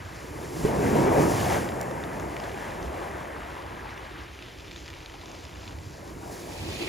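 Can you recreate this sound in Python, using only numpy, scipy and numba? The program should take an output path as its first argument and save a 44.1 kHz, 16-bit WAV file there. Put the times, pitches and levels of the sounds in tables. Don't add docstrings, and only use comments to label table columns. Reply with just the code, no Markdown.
import sys
import numpy as np
from scipy import signal
from scipy.fft import rfft, irfft
from scipy.io import wavfile
from scipy.ndimage import uniform_filter1d
from numba import njit

SR = 44100
rng = np.random.default_rng(int(sys.argv[2]) if len(sys.argv) > 2 else 0)


def wrap_up_sound(samples):
    columns = np.atleast_2d(samples).T
    tamed = np.clip(columns, -1, 1)
    steps = np.round(tamed * 32767).astype(np.int16)
    wavfile.write(sys.argv[1], SR, steps)


N = 303408
T, HZ = np.arange(N) / SR, np.fft.rfftfreq(N, 1 / SR)

# (frequency [Hz], gain [dB])
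FAR_COLOUR = [(200, -13), (320, 4.5), (420, -3.5), (800, -9), (1300, -15), (2500, -13), (4000, -35.5),
              (8000, -23.5), (12000, -26), (16000, -30)]
FAR_DB = -50

# (frequency [Hz], gain [dB])
RUMBLE_COLOUR = [(22, -34), (32, -16), (42, -3), (55, 3), (68, 4.5), (85, -7.5), (120, -32)]
FLUTTER_COLOUR = [(55, -21), (75, -3.5), (95, 4), (120, -2.5), (150, -4), (230, -15)]
# (time [s], half length [s], rumble [dB], flutter [dB])
GUSTS = [(0.05, 0.088, -63, -40.5), (0.68, 0.058, -39, -38), (1.473, 0.12, -52, -34.5),
         (2.854, 0.056, -39, -63), (4.07, 0.052, -44, -58), (5.733, 0.23, -48, -44.5),
         (6.66, 0.043, -53, -37.5)]
STEADY_RUMBLE_DB, STEADY_FLUTTER_DB = -49.5, -51
CREST_RUMBLE_DB, CREST_FLUTTER_DB = -18, -9.5

# (time [s], level [dB])
TICKS = [(1.8133, -24.5), (1.8301, -34)]
# (frequency [Hz], relative level [dB], t60 [s])
TICK_MODES = [(4700, -21, .0035), (5900, -6, 0.0056), (7250, 0, 0.0036), (10000, -6, .003),
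              (13700, -4, .003)]

# (time [s], level [dB])
GURGLE = [(0, -80), (3.2, -74), (3.45, -53), (3.7, -47), (3.87, -45.5), (4.1, -56), (4.3, -72), (4.9, -75),
          (5.1, -56), (5.3, -52), (5.6, -57), (5.85, -58), (5.98, -66), (6.04, -55), (6.08, -62),
          (6.12, -57), (6.15, -58), (6.18, -46), (6.21, -54), (6.24, -46), (6.3, -62), (6.5, -76),
          (6.88, -80)]
# (frequency [Hz], gain [dB])
GURGLE_COLOUR = [(500, -17), (650, -11), (830, -7), (1000, -7), (1300, -13)]

# (time [s], rattle level [dB])
RATTLE = [(0, -56.5), (1.4, -56), (1.7, -69), (2.5, -62), (3.4, -79), (4.1, -73), (4.5, -62), (4.9, -56),
          (5.2, -57.5), (5.5, -55.5), (5.75, -56.5), (5.95, -57), (6.15, -56), (6.4, -51.5), (6.65, -50),
          (6.8, -50), (6.88, -53)]
# (frequency [Hz], gain [dB])
RATTLE_COLOUR = [(1200, -38), (2000, -3.5), (3000, -1.5), (4500, 2), (6000, 0), (7500, -2), (9000, -43)]
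# (time [s], level [dB], pitch [Hz], crack over pitch [dB], crack pitch [Hz])
KNOCKS = [(1.6893, -27, 1960, -3, 3550), (1.721, -25, 1580, -14, 4500), (1.9118, -30, 1560, -8, 5500),
          (2.038, -31, 1800, -2.5, 3600), (2.198, -28, 1630, -6, 6500), (2.288, -39, 1950, -4, 4500),
          (2.3666, -24, 2120, -7.5, 2700), (2.4004, -31.5, 1980, -3, 5070), (2.4386, -37, 1880, 2, 4270),
          (2.4945, -36, 1830, 0, 2830), (2.5169, -34, 2030, -4, 2820), (2.5445, -33, 2210, -7, 6630),
          (2.718, -39, 2260, -5, 3190), (2.8177, -37, 1930, -5, 3260), (2.8277, -40, 1820, 4, 5980),
          (3.2547, -33, 1980, -15, 3150), (3.433, -36, 1930, -6, 2790), (3.6224, -44, 1920, 4, 4660),
          (3.9067, -42, 1720, 0, 4280), (3.9775, -28, 1930, -11, 2710), (4.3901, -35, 2400, -8, 2930),
          (4.4242, -34, 2540, -4, 3420), (4.4625, -38, 1830, -6, 3500), (4.4844, -38, 1600, -5, 3500),
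          (4.6803, -38, 1780, -2, 3540), (4.5972, -39, 2470, -6, 4000), (4.7119, -35, 2100, 0, 3810),
          (4.717, -34, 2150, -3, 4500), (4.733, -44, 2000, 2, 5800), (4.7448, -41, 1980, -8, 3000),
          (4.7615, -33, 1750, -2, 3300), (4.778, -37, 1800, -2, 4500), (4.771, -44, 2000, 4, 6500),
          (4.802, -49, 2000, 6, 7000), (4.86, -37, 1900, 0, 5000), (4.8795, -31, 2060, -3, 4600),
          (4.885, -33, 1900, -8, 3000), (4.9027, -34, 1850, -2, 5490), (4.9314, -36, 2240, -8, 2700),
          (4.9384, -34, 2240, -6, 2900), (5.0042, -42, 1800, -10, 3000), (5.0486, -37, 1860, -10, 3000),
          (5.0601, -36.5, 2200, 4.5, 3900), (5.0985, -35, 1930, -4, 3000), (5.1394, -44, 1800, -3, 3500),
          (5.213, -34, 2020, -7, 3940), (5.2382, -41, 1960, -3, 4500), (5.258, -43, 2000, 5, 5800),
          (5.2821, -34, 1700, -8, 3980), (5.316, -41, 1830, 2, 6400), (5.3494, -43, 1860, 4, 4160),
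          (5.438, -45, 2010, -1, 3460), (5.4517, -40, 2410, 3, 5070), (5.4926, -40, 2370, -8, 4520),
          (5.557, -42, 1670, -5, 2870), (5.678, -37.5, 1790, 4, 3660), (5.709, -39, 1780, -5, 2850),
          (5.7866, -38, 1940, -3, 4520)]
# (frequency [Hz], level relative to the crack [dB], t60 [s])
CRACK_MODES = [(2570, -3.5, 0.0081), (3370, -1.5, 0.0077), (4200, -4.5, 0.0054), (5300, -7, 0.006),
               (6470, -7, 0.0054), (7300, -18, 0.005)]
KNOCK_T60_S, CRACK_T60_S = 0.007, 0.0043
CRACK_OCTAVES, CRACK_DROP_DB = 0.53, -2
# (from [s], thickest [s], to [s])
STRAY_S = [1.7, 4.95, 5.75]
STRAY_DB, STRAY_SCATTER_DB, STRAY_HZ, STRAY_CRACK_DB = -51.5, 3.5, 1900, -2.5
SLIDE_S = 0.03
SCATTER_T60_S, SCATTER_DB = 0.021, -5.5

# (time [s], level [dB], starting pitch [Hz])
GLUGS = [(0.689, -18, 640), (0.763, -27, 930), (0.923, -22, 762), (1.056, -21, 590), (1.135, -25, 580),
         (1.186, -17, 640), (1.246, -18, 511), (1.29, -24, 595), (1.366, -32, 710), (1.413, -25, 606),
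         (1.452, -25, 482), (1.508, -26, 674), (1.549, -28, 480), (1.589, -17, 945), (1.651, -23, 729),
         (1.7, -26, 616), (1.783, -30, 568), (1.846, -25, 554), (1.912, -25, 570), (1.975, -18, 940),
         (2.041, -26, 680), (2.169, -28, 593), (2.753, -31, 635), (2.843, -27, 630), (2.941, -30, 730),
         (3.041, -37, 770), (3.219, -28, 635), (3.419, -23, 1180), (3.458, -25, 650), (3.52, -36, 867),
         (3.642, -29, 821), (3.72, -34, 837), (3.829, -35, 645), (3.856, -23, 870), (3.909, -37, 690),
         (4.002, -34, 1010), (4.084, -36, 910), (5.142, -33, 785), (5.201, -36, 636), (5.279, -43, 891),
         (6.029, -39, 580), (6.11, -33, 554), (6.164, -38, 511), (6.221, -36, 775), (6.409, -31, 476),
         (6.464, -29, 614)]
GLUG_CYCLES, GLUG_GLIDE, GLUG_SWELL_S = 21, 0.098, 0.0025

# (time [s], fizz of spray [dB], splash of water over the stones [dB])
SPRAY = [(0, -62, -55), (0.3, -54, -56), (0.53, -47, -52.5), (0.66, -42, -48), (0.74, -45.5, -51),
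         (0.95, -39.5, -45), (1.09, -44, -50), (1.22, -37.5, -49), (1.32, -38, -45), (1.41, -37.5, -40),
         (1.5, -38, -42), (1.58, -40.5, -46), (1.68, -48, -54), (1.95, -52.5, -67), (2.4, -53, -51),
         (3.2, -57, -53.5), (3.8, -64, -51.5), (4.1, -70, -50.5), (4.4, -80, -50.5), (4.9, -72, -52.5),
         (5.3, -70, -53), (5.85, -67, -59), (6.26, -55, -61), (6.33, -48, -61), (6.52, -51.5, -55),
         (6.7, -48, -46.5), (6.88, -46.5, -43)]
# (frequency [Hz], gain [dB])
FIZZ_COLOUR = [(3000, -10.5), (5000, -2), (7000, -1.5), (9000, -2), (11000, -5), (13000, -7.5), (16000, -8)]
SPLASH_COLOUR = [(1500, -7.5), (2300, 2), (3000, 3.5), (4000, -2.5), (5000, -6.5), (6500, -11), (9000, -42)]

# (time [s], level [dB])
RUSH = [(0, -90), (6.0, -73), (6.25, -61), (6.45, -53), (6.6, -48), (6.68, -45), (6.72, -40), (6.76, -37.5),
        (6.79, -41), (6.83, -33), (6.86, -43), (6.88, -34)]
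# (frequency [Hz], gain [dB])
RUSH_COLOUR = [(200, -8), (270, 12), (340, 17), (450, 5), (600, -1), (1300, -7), (1860, -9), (2280, 3),
               (2560, 8), (2950, -12), (3500, -4), (4200, -2), (4700, -3), (5250, -27), (6700, -14),
               (8000, -24)]

# (time [s], level [dB], starting pitch [Hz], t60 [s])
THUMPS = [(.641, -19, 130, 0.1), (.650, -11, 397, 0.029), (.655, -20, 437, 0.11), (.79, -16, 402, 0.063),
          (.845, -18, 459, 0.072), (.93, -15, 213, .1), (.955, -13, 450, 0.059), (.965, -23, 932, 0.29),
          (1.008, -19, 444, 0.054), (1.045, -21, 148, 0.078), (1.075, -18, 400, 0.095),
          (1.115, -18, 620, 0.061), (1.175, -34, 159, 0.086), (1.225, -24, 264, 0.092),
          (1.27, -21, 300, 0.054)]
# (time [s], boom of falling crest [dB], roar of tumbling water [dB], wash of foam [dB])
SURF = [(0.0, -66, -51.5, -45.5), (0.27, -42.5, -46, -46), (0.5, -38, -45, -48), (0.65, -28, -33, -38),
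        (0.75, -30, -27.5, -36.5), (0.85, -24, -28.5, -33.5), (0.95, -25, -26, -32),
        (1.02, -21, -26, -32.5), (1.07, -21, -23.5, -33), (1.13, -24.5, -25, -34), (1.2, -21, -25, -33.5),
        (1.27, -25, -25.5, -33.5), (1.33, -25.5, -29.5, -37), (1.4, -28.5, -30.5, -34),
        (1.47, -30.5, -28.5, -34), (1.52, -31, -29, -34), (1.56, -29, -27, -29.5), (1.6, -30, -34, -35),
        (1.7, -35, -31.5, -39.5), (2.0, -37, -36.5, -41), (2.3, -38, -37, -42), (2.65, -42.5, -40.5, -42.5),
        (2.8, -40, -37.5, -43), (2.95, -41.5, -40, -45), (3.2, -44, -38.5, -41), (3.42, -45, -41, -41.5),
        (3.55, -49, -46, -44), (3.7, -45.5, -44, -43.5), (3.93, -48.5, -53.5, -44.5),
        (4.05, -51, -51, -44.5), (4.15, -49, -57, -46.5), (4.3, -53, -56, -49), (4.6, -52, -58, -56.5),
        (5.08, -59, -55.5, -55), (5.25, -51, -51.5, -59), (5.8, -53.5, -57.5, -54.5),
        (5.97, -49, -53, -54.5), (6.06, -49.5, -47, -53), (6.11, -44, -48, -51), (6.16, -44, -50.5, -51),
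        (6.28, -44, -43.5, -55), (6.35, -42.5, -47, -49.5), (6.47, -43, -43.5, -50),
        (6.55, -43.5, -43.5, -51), (6.8, -39.5, -40, -47), (6.88, -44, -41.5, -53)]
# (frequency [Hz], gain [dB])
BOOM_COLOUR = [(80, -34), (120, -1), (170, -1.5), (230, -3.5), (350, 0.5), (450, -3), (700, -28)]
ROAR_COLOUR = [(250, -7.5), (400, -3), (550, 2), (750, 0.5), (850, -1), (930, -2), (1060, -7),
               (1250, -12.5), (1800, -36)]
WASH_COLOUR = [(800, 2), (1100, 4.5), (1330, 0), (1600, 3), (1900, 1.5), (2400, -2.5), (3200, -12),
               (5000, -30)]

# (frequency [Hz], share [0-1])
DIRECT = [(50, 0.98), (250, 1), (450, 0.8), (650, 0.84), (800, 0.56), (950, 0.95), (1200, 0.53),
          (1500, 0.42), (1900, 0.97), (2500, 0.1), (7000, 1), (7500, 0.9), (16000, 0.92)]
# (frequency [Hz], left minus right [dB])
TILT = [(50, -1.5), (260, -3), (430, -0.5), (600, 1), (780, 4), (950, 3.5), (1300, 2), (1900, 1.5),
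        (2200, -2), (16000, 0.5)]
# (frequency [Hz], left ahead of right [rad])
LEAD = [(30, .1), (90, .18), (260, .62), (430, 1.02), (600, 1.2), (800, 1.6), (950, 1.1), (1120, 1.8),
        (1400, -.6), (1640, -.2), (1810, -.7), (2200, 0), (16000, 0)]
TREBLE_HZ, TREBLE_TURN_S = 7250, 1 / 3445
# (low edge [Hz], high edge [Hz])
PRESENCE_HZ = [2030, 7400]
NARROW_DB, WIDE_DB, OPENS_S, OPEN_S = -31, 5.5, 6.2, 6.58
TOP_HZ = 15700

LOUDEST_GRAIN = 3


def undb(db):
    return 10 ** (np.asarray(db) / 20)


def unit(x):
    return x / np.sqrt(np.mean(x ** 2))


def along_hz(table):
    hz, value = np.transpose(table)
    return np.interp(np.log(HZ + 1), np.log(hz + 1), value)


def along_s(table):
    s, *columns = np.transpose(table)
    return [np.interp(T, s, column) for column in columns]


def walk(rate):
    hold = int(SR / rate)
    steps = np.repeat(rng.standard_normal(N // hold + 1), hold)
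    return 0.88 * uniform_filter1d(uniform_filter1d(steps, hold), hold)[:N]


@njit
def ring(rows, n, sr):
    y = np.zeros(n)
    for s, size, hz, t60, glide in rows:
        start, phase = int(s * sr), 0.
        for k in range(min(int(t60 * sr), n - start)):
            age = k / (t60 * sr)
            phase += 2 * np.pi * hz * (1 + glide * age) / sr
            y[start + k] += size * np.sin(phase) * 1000. ** -age
    return y


def hits(table, glide):
    s, db, hz, t60 = np.transpose(table)
    return ring(np.column_stack([s, undb(db), hz, t60, glide + 0 * s]), N, SR)


def grains(count, low_hz, high_hz, cycles, spread_db, glide):
    when, pitch, chance = rng.random((count, 3)).T
    hz = low_hz * (high_hz / low_hz) ** pitch
    loudness = np.minimum(-np.log(1 - chance), LOUDEST_GRAIN)
    size = undb(spread_db * loudness) * np.sqrt(hz / low_hz)
    return unit(ring(np.column_stack([when * N / SR, size, hz, cycles / hz, glide + 0 * hz]), N, SR))


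def ports(direct, around=0.):
    turn = 2 * np.pi * HZ * TREBLE_TURN_S
    lead = np.where(HZ < TREBLE_HZ, along_hz(LEAD), 0.22 * np.sin(turn) - turn)
    tilt = undb(along_hz(TILT) / 2)
    pair = np.array([direct, direct * np.exp(-1j * lead)])
    return (pair + around) * np.array([tilt, 1 / tilt])


def water(colour, level_db, shower, grain_share, swell_db, flicker_db, flicker_rate):
    noise = rfft(rng.standard_normal((3, N)))
    grain = rfft(shower)
    grain /= np.sqrt(uniform_filter1d(abs(grain) ** 2, size=4000) / N) + 1e-9
    direct = np.clip(along_hz(DIRECT), 0, 1)
    near = np.sqrt(grain_share) * grain + np.sqrt(1 - grain_share) * noise[0]
    both = ports(np.sqrt(direct) * near, np.sqrt(1 - direct) * noise[1:])
    both = both * undb(along_hz(colour))
    octave, swell, out = np.log2(HZ + 1), walk(25), 0
    for centre in np.arange(np.log2(colour[0][0]), np.log2(colour[-1][0]) + .5, .5):
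        band = np.cos(np.pi * np.clip(octave - centre, -.5, .5)) ** 2
        movement_db = swell_db * swell + flicker_db * walk(flicker_rate)
        out = out + irfft(both * band, N) * undb(movement_db)
    return unit(out) * undb(level_db)


def far_sea(pops):
    return water(FAR_COLOUR, FAR_DB, pops, 0.15, 0.26, 0.29, 20.0)


def wind_levels():
    boom_db = along_s(SURF)[0]
    s, half, rumble_db, flutter_db = np.transpose(GUSTS)
    bells = np.exp(-((T[:, None] - s) / half) ** 2)

    def level(steady_db, crest_db, gust_db):
        power = undb(2 * steady_db) + undb(2 * (boom_db + crest_db)) + bells @ undb(2 * gust_db)
        return 10 * np.log10(power)

    return (level(STEADY_RUMBLE_DB, CREST_RUMBLE_DB, rumble_db),
            level(STEADY_FLUTTER_DB, CREST_FLUTTER_DB, flutter_db))


def wind():
    rumble_db, flutter_db = wind_levels()
    buffets = grains(count=400, low_hz=39.5, high_hz=142, cycles=8.9, spread_db=-1.0, glide=-0.1)
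    return (water(RUMBLE_COLOUR, rumble_db, buffets, 0.13, 0.25, 0.64, 9.5)
            + water(FLUTTER_COLOUR, flutter_db, buffets, 0.23, 0.26, 0.24, 4.5))


def ticks():
    return hits([(s, db + mode_db, hz, t60) for s, db in TICKS for hz, mode_db, t60 in TICK_MODES], 0.)


def gurgle(big_bubbles, surge):
    level_db = along_s(GURGLE)[0] + 1.3 * surge
    return water(GURGLE_COLOUR, level_db, big_bubbles, 0.94, 1.0, 1.9, 14)


def rattle(surge, chatter):
    level_db = along_s(RATTLE)[0] + 0.53 * surge + 1.1 * chatter
    clacks = grains(count=2200, low_hz=1460, high_hz=7860, cycles=9.3, spread_db=2.0, glide=0.)
    return water(RATTLE_COLOUR, level_db, clacks, 0.38, 3.4, 0.89, 27)


def strays(count, size):
    slide = np.repeat(rng.random(count), size)
    z = np.clip(rng.standard_normal((count * size, 5)).T, -2, 2)
    first, thickest, last = STRAY_S
    s = np.interp(slide, [0, .3, .8, 1], [first, thickest - .4, thickest + .6, last]) + SLIDE_S * z[3]
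    db = STRAY_DB + STRAY_SCATTER_DB * z[0]
    hz = STRAY_HZ * np.exp(0.24 * z[1])
    crack_db = STRAY_CRACK_DB + 2.4 * z[2]
    crack_hz = np.clip(4600 * np.exp(0.21 * z[4]), 2500, 8000)
    return np.column_stack([s, db, hz, crack_db, crack_hz])


def scattered(x):
    age = np.arange(SR // 20) / SR
    tail = rng.standard_normal(len(age)) * undb(-60 * age / SCATTER_T60_S)
    tail = tail / np.sqrt(np.sum(tail ** 2))
    return x + undb(SCATTER_DB) * signal.fftconvolve(x, tail)[:N]


def pebbles():
    s, db, hz, crack_db, crack_hz = np.vstack([KNOCKS, strays(count=150, size=6)]).T
    out = hits(np.column_stack([s, db, hz, KNOCK_T60_S + 0 * s]), 0.)
    out = out + hits(np.column_stack([s, db + crack_db, crack_hz, CRACK_T60_S + 0 * s]), 0.)
    for mode_hz, mode_db, mode_t60 in CRACK_MODES:
        u = rng.random((len(s), 3)).T
        far = 1 - np.exp(-(np.log2(mode_hz / crack_hz) / CRACK_OCTAVES) ** 2)
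        late = s + 0.0015 * u[0]
        level_db = db + crack_db + mode_db - 6 * u[1] + CRACK_DROP_DB * far
        pitch = mode_hz * (0.91 + 0.18 * u[2])
        out = out + hits(np.column_stack([late, level_db, pitch, mode_t60 + 0 * s]), 0.)
    return scattered(out)


def glugs():
    age = T[:SR // 8]
    out = np.zeros(N + len(age))
    for s, db, hz in GLUGS:
        start = int(s * SR)
        life = age * hz / GLUG_CYCLES
        shape = (1 - np.exp(-age / GLUG_SWELL_S)) * undb(-60 * life)
        tone = np.sin(2 * np.pi * hz * age * (1 + GLUG_GLIDE * life / 2))
        out[start:start + len(age)] += undb(db) * shape * tone
    return out[:N]


def spray(pops, droplets, surge, chatter):
    fizz_db, splash_db = along_s(SPRAY)
    fizz_db = fizz_db + 0.63 * surge + 1.1 * chatter
    splash_db = splash_db + 0.33 * surge + 1.3 * chatter
    return (water(FIZZ_COLOUR, fizz_db, pops, 0.37, 0.23, 0.49, 18)
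            + water(SPLASH_COLOUR, splash_db, droplets, 0.46, 0.33, 1.0, 18))


def rushing_water(droplets, surge, chatter):
    level_db = along_s(RUSH)[0] + 0.62 * surge + 1.6 * chatter
    return water(RUSH_COLOUR, level_db, droplets, 0.77, 1.1, 2.5, 21.85)


def crest_thumps():
    return hits(THUMPS, 0.164)


def surf(big_bubbles, surge, chatter):
    boom_db, roar_db, wash_db = along_s(SURF)
    roar_db = roar_db + 2.3 * surge + 0.2 * chatter
    wash_db = wash_db + 1.8 * surge + 0.37 * chatter
    cavities = grains(count=1500, low_hz=108.7, high_hz=475, cycles=9.1, spread_db=0.0, glide=0.29)
    small_bubbles = grains(count=5000, low_hz=905, high_hz=3280, cycles=20.0, spread_db=3.5, glide=0.46)
    return (water(BOOM_COLOUR, boom_db, cavities, 0.18, 0.61, 0.8, 4.5)
            + water(ROAR_COLOUR, roar_db, big_bubbles, 0.34, 0.63, 1.3, 9)
            + water(WASH_COLOUR, wash_db, small_bubbles, 0.45, 0.2, 0.99, 21))


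def scene():
    surge, chatter = walk(16), walk(38)
    pops = grains(count=20000, low_hz=3800, high_hz=14800, cycles=3.9, spread_db=-2.0, glide=.2)
    droplets = grains(count=8000, low_hz=1720, high_hz=7200, cycles=22, spread_db=2.5, glide=0.3)
    big_bubbles = grains(count=3000, low_hz=352, high_hz=1282, cycles=12.2, spread_db=1.5, glide=0.33)
    blows = ticks() + pebbles() + glugs() + crest_thumps()
    return (far_sea(pops)
            + wind()
            + gurgle(big_bubbles, surge)
            + rattle(surge, chatter)
            + spray(pops, droplets, surge, chatter)
            + rushing_water(droplets, surge, chatter)
            + surf(big_bubbles, surge, chatter)
            + irfft(ports(rfft(blows)), N))


def record(dry):
    presence = signal.butter(10, PRESENCE_HZ, "band", fs=SR, output="sos")
    side = signal.sosfiltfilt(presence, (dry[0] - dry[1]) / 2)
    width = undb(np.interp(T, [OPENS_S, OPEN_S], [NARROW_DB, WIDE_DB]))
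    wet = dry - side * (1 - width) * np.array([[1], [-1]])
    top_cut = signal.ellip(10, .2, 70, TOP_HZ, fs=SR, output="sos")
    return signal.sosfilt(top_cut, wet)


dry = scene()
out = record(dry)
wrap_up_sound(out)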